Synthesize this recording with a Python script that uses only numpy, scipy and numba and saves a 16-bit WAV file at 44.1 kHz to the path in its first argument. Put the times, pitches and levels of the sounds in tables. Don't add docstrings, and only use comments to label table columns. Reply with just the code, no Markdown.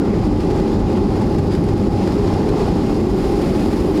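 import sys
import numpy as np
from scipy import signal
from scipy.fft import rfft, irfft
from scipy.io import wavfile
from scipy.ndimage import uniform_filter1d
from numba import njit

SR = 44100
rng = np.random.default_rng(int(sys.argv[2]) if len(sys.argv) > 2 else 0)


def dump_mix(stems):
    frames = np.atleast_2d(stems).T
    limited = np.clip(frames, -1, 1)
    pcm = np.round(limited * 32767).astype(np.int16)
    wavfile.write(sys.argv[1], SR, pcm)


N = 176400

# (frequency [Hz], density [dB])
ROAR_SPECTRUM = [(70, -23), (125, -8), (165, -6.5), (210, -3), (232, -3.5), (250, -5.5), (275, -2.5),
                 (302, -0.75), (330, -2), (360, -2), (416, -3.5), (450, -17), (520, -19.5), (800, -49)]
# (centre [s], length [s], pitch [Hz], width [Hz], level [dB])
ROAR_SWELLS = [(0.008, 0.16, 376, 100, -20), (.55, 0.28, 376, 43, -20.5), (0.723, 0.13, 216, 20, -22.5),
               (1.023, 0.21, 367, 50, -23), (1.867, 0.21, 193, 21, -19), (2.21, 0.11, 404, 31, -18),
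               (2.528, 0.38, 418, 51, -23.5), (2.757, 0.17, 177, 20, -22), (3.463, 0.2, 537, 31, -29.5),
               (3.573, 0.082, 619, 28, -34), (3.872, 0.13, 383, 37, -24)]
# (frequency [Hz], density [dB])
RUMBLE_SPECTRUM = [(50, -11), (75, -7), (93, -0.5), (112, -4.5), (132, -12.5), (162, -4), (185, -4),
                   (210, -0.5), (232, -8.5), (260, -16.5), (400, -36)]
# (frequency [Hz], density [dB])
SHUDDER_SPECTRUM = [(12, -26), (22, -15), (35, -4), (50, -0.5), (68, -4.5), (90, -10), (150, -41)]
# (time [s], rumble gain [dB], wall gain [dB], air gain [dB])
SLOW_GAINS = [(0, 1.5, -0.8, -2.5), (.7, 1, 0, 0), (1.4, 2.5, -0.5, -2), (1.9, 1.5, -2, -1),
              (2.08, 3.5, 1, 1.5), (2.22, -3.5, -1.5, -0.5), (2.3, 2, 3, 2), (2.45, -1.5, 0, -0.5),
              (2.6, 0.5, 2.5, 2.9), (3, -3.5, -1.3, -0.5), (3.5, -5.5, -1, 2), (4, -4.5, 0.1, -0.5)]
# (time [s], level [dB])
DRONE_LEVELS = [(0, -48), (.35, -43.5), (.5, -35), (.8, -34.5), (1.05, -37), (1.27, -31), (1.47, -39),
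                (1.65, -39), (1.85, -31.5), (2.08, -29), (2.19, -41), (2.29, -29), (2.5, -34),
                (2.65, -30.5), (3, -42.5), (3.35, -33.5), (3.7, -35), (4, -52)]
# (frequency [Hz], density [dB])
WALL_SPECTRUM = [(300, -46), (460, -1.5), (545, -1), (575, -5.5), (725, -7.5), (770, -2), (815, -6),
                 (850, -4.5), (875, -6), (915, -10), (985, -12), (1060, -11), (1250, -16), (1500, -23),
                 (2200, -48)]
# (frequency [Hz], density [dB])
AIR_SPECTRUM = [(800, 2), (1500, 0.5), (2100, 2.5), (2330, -3), (2440, 2), (2600, -1), (3200, -3),
                (3950, -3.5), (4300, -2), (4600, -2.5), (5200, -3.5), (5500, -5), (5950, -10.5),
                (7100, -9.5), (8200, -16), (9200, -18.5), (9850, -15), (10500, -20.5), (12500, -25),
                (16000, -32)]
# (frequency [Hz], density [dB])
HISS_SPECTRUM = [(3000, -12), (6000, -19), (7200, 4), (8500, 0), (9900, 10), (10400, 0), (11100, 3),
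                 (11600, 3.5), (12400, -3), (14300, 2), (15700, -9)]
# (time [s], gain [dB])
HISS_GAINS = [(0, -15), (1.85, -6), (2.1, -8), (3.05, -5), (3.5, 0.5), (4, -.5)]
# (frequency [Hz], gain [dB])
TRIM_RESPONSE = [(600, -8), (1600, 3.5), (2450, 0), (3500, -3), (5000, -3.5), (6200, -9.5), (10000, -16),
                 (15000, -26)]
# (time [s], gain [dB], rise [s], decay [s])
TRIM_RATTLES = [(.405, -4, .008, 0.023), (.503, -4, .002, 0.017), (1.156, -5.5, .002, 0.02),
                (1.215, -6, 0.0044, .012), (1.386, -1.5, 0.0065, 0.013), (1.524, -4.5, 0.033, 0.027),
                (1.55, 0, .002, 0.0096), (1.640, -4, .002, 0.011), (1.688, -4, 0.0046, .012),
                (2.075, -3.5, .004, 0.019), (2.120, -5, .003, .009), (2.154, -3, .002, .006),
                (2.275, -5, .012, 0.034), (2.338, -2, .002, .01), (2.49, 3, .002, 0.0046),
                (3.243, -4.5, .002, 0.01), (3.417, 0, .002, 0.0081), (3.560, -7, .003, 0.011),
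                (3.595, -6, .003, .015), (3.730, -2.5, 0.0073, 0.019), (3.975, -2.5, 0.021, 0.037)]
# (centre [s], length [s], pitch [Hz], width [Hz], level [dB])
TRIM_SQUEAKS = [(0.014, 0.2, 1430, 220, -37), (0.125, 0.17, 2070, 750, -42.5),
                (0.895, 0.033, 2750, 900, -43), (.965, 0.03, 3000, 600, -44), (1.525, .05, 4870, 130, -44),
                (1.642, .012, 9900, 500, -48), (2.34, .08, 5260, 90, -50), (2.492, 0.018, 2430, 120, -39),
                (3.172, .012, 14300, 400, -52), (3.455, 0.12, 2260, 400, -45),
                (3.598, 0.058, 2630, 500, -44)]
# (time [s], level [dB])
RUNWAY_JOINTS = [(1.395, -5), (1.736, -8), (1.934, -5.5), (2.195, -10), (2.501, -9)]


def undb(db):
    return 10 ** (np.asarray(db) / 20)


def unit(x):
    return x / np.sqrt(np.mean(x ** 2))


def response(points, size):
    hz, db = np.array(sorted(points), float).T
    bin_hz = np.maximum(np.arange(size // 2 + 1) * SR / size, 1)
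    skirts_db = 20 * np.maximum(np.log2(bin_hz / hz[-1]), 0) + 10 * np.maximum(np.log2(hz[0] / bin_hz), 0)
    return undb(np.interp(np.log(bin_hz), np.log(hz), db) - skirts_db)


def colour(x, points):
    cepstrum = irfft(np.log(unit(response(points, 2 * N))))
    cepstrum[1:N] *= 2
    cepstrum[N + 1:] = 0
    return irfft(rfft(x, 2 * N) * np.exp(rfft(cepstrum)))[:N]


def turbulence(spectrum):
    return unit(irfft(rfft(rng.standard_normal(N)) * response(spectrum, N), N))


def band(hz, width_hz):
    bin_hz = np.arange(N // 2 + 1) * SR / N
    return unit(irfft(rfft(rng.standard_normal(N)) / (1 + (2 * (bin_hz - hz) / width_hz) ** 2), N))


def swells(t, rows):
    return sum(undb(db) * np.exp(-(2 * (t - centre_s) / length_s) ** 2) * band(hz, width_hz)
               for centre_s, length_s, hz, width_hz, db in rows)


def wander(rate_hz):
    hold = int(SR / rate_hz)
    steps = np.repeat(rng.standard_normal(N // hold + 1), hold)
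    return unit(uniform_filter1d(uniform_filter1d(steps, hold), hold)[:N])


def engine_roar(t, level_db=-16):
    return turbulence(ROAR_SPECTRUM) * undb(level_db) + swells(t, ROAR_SWELLS)


def wheel_rumble(gain_db, rumble_db=-19.5, shudder_db=-24):
    rumble = turbulence(RUMBLE_SPECTRUM) * undb(rumble_db + gain_db)
    return rumble + turbulence(SHUDDER_SPECTRUM) * undb(shudder_db)


def tyre_drone(t, start_hz=843, width_hz=65, sag_hz_per_s=13):
    downshift = np.exp(-2j * np.pi * np.cumsum(sag_hz_per_s * t) / SR)
    drone = (signal.hilbert(band(start_hz, width_hz)) * downshift).real
    return drone * undb(np.interp(t, *np.array(DRONE_LEVELS).T))


def exhaust_rush(gain_db, level_db=-26.5):
    return turbulence(WALL_SPECTRUM) * undb(level_db + gain_db)


def airframe_shake_db(judder_hz=20, judder_db=0.5, sway_db=0.65):
    rate_hz = judder_hz * (1 + 0.089 * wander(rate_hz=8.3))
    judder = np.sin(2 * np.pi * np.cumsum(rate_hz) / SR)
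    return judder_db * judder + sway_db * wander(rate_hz=11)


def airflow(t, rush_gain_db, rush_db=-38, hiss_db=-51, whistle_db=-53):
    build_db = np.interp(t, *np.array(HISS_GAINS).T)
    rush = turbulence(AIR_SPECTRUM) * undb(rush_db + rush_gain_db)
    hiss = turbulence(HISS_SPECTRUM) * undb(hiss_db + build_db)
    whistle = band(hz=4920, width_hz=230) * undb(whistle_db)
    return rush + hiss + whistle


def trim(t, shake_db, contacts_per_s=300, contact_decay_s=0.0022, chatter_db=-47.5, rattle_db=-31.5):
    hits = rng.random(N) < contacts_per_s / SR
    spread_db = np.minimum(rng.exponential(size=N), 3)
    contacts = hits * undb(spread_db + shake_db)
    chatter = unit(signal.lfilter([1], [1, -np.exp(-1 / (contact_decay_s * SR))], contacts))
    bumps = np.zeros(N)
    for peak_s, db, rise_s, decay_s in TRIM_RATTLES:
        rise = np.clip((t - peak_s) / rise_s + 1, 0, 1)
        bumps += undb(db) * rise * np.exp(-np.maximum(t - peak_s, 0) / decay_s)
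    envelope = np.hypot(undb(chatter_db) * chatter, undb(rattle_db) * bumps)
    return colour(envelope * rng.standard_normal(N), TRIM_RESPONSE) + swells(t, TRIM_SQUEAKS)


def joint_thuds(t, pitch_hz=112.3, rise_s=0.0044):
    thuds = np.zeros(N)
    for start_s, db in RUNWAY_JOINTS:
        age_s = np.maximum(t - start_s, 0)
        envelope = age_s / rise_s * np.exp(1 - age_s / rise_s)
        thuds += undb(db) * envelope * np.sin(2 * np.pi * pitch_hz * age_s)
    return thuds


@njit
def follow_peak(x, attack_s, release_s, start):
    peaks, level = np.empty(len(x)), start
    for i in range(len(x)):
        level += (x[i] - level) / (SR * (attack_s if x[i] > level else release_s))
        peaks[i] = level
    return peaks


def scene():
    t = np.arange(N) / SR
    times_s, *gains_db = np.array(SLOW_GAINS, float).T
    rumble_db, wall_db, air_db = (np.interp(t, times_s, db) for db in gains_db)
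    wheels = wheel_rumble(rumble_db) + joint_thuds(t)
    engines = engine_roar(t)
    wall = exhaust_rush(wall_db)
    shake_db = airframe_shake_db()
    wall *= undb(0.83 * shake_db)
    tyres = tyre_drone(t)
    air = airflow(t, air_db) * undb(shake_db)
    return (engines + wheels + tyres + wall + air + trim(t, shake_db))[None]


def record(dry, threshold_db=-14.5, ratio=4.77, makeup_db=2.5, cutoff_hz=15700):
    peak = follow_peak(np.abs(dry[0]), attack_s=0.0018, release_s=0.067, start=float(2 * dry.std()))
    gain = np.minimum(undb(threshold_db) / peak, 1) ** (1 - 1 / ratio) * undb(makeup_db)
    lowpass = signal.ellip(10, .1, 80, cutoff_hz, fs=SR, output="sos")
    return signal.sosfilt(lowpass, dry * gain)


dry = scene()
out = record(dry)
dump_mix(out)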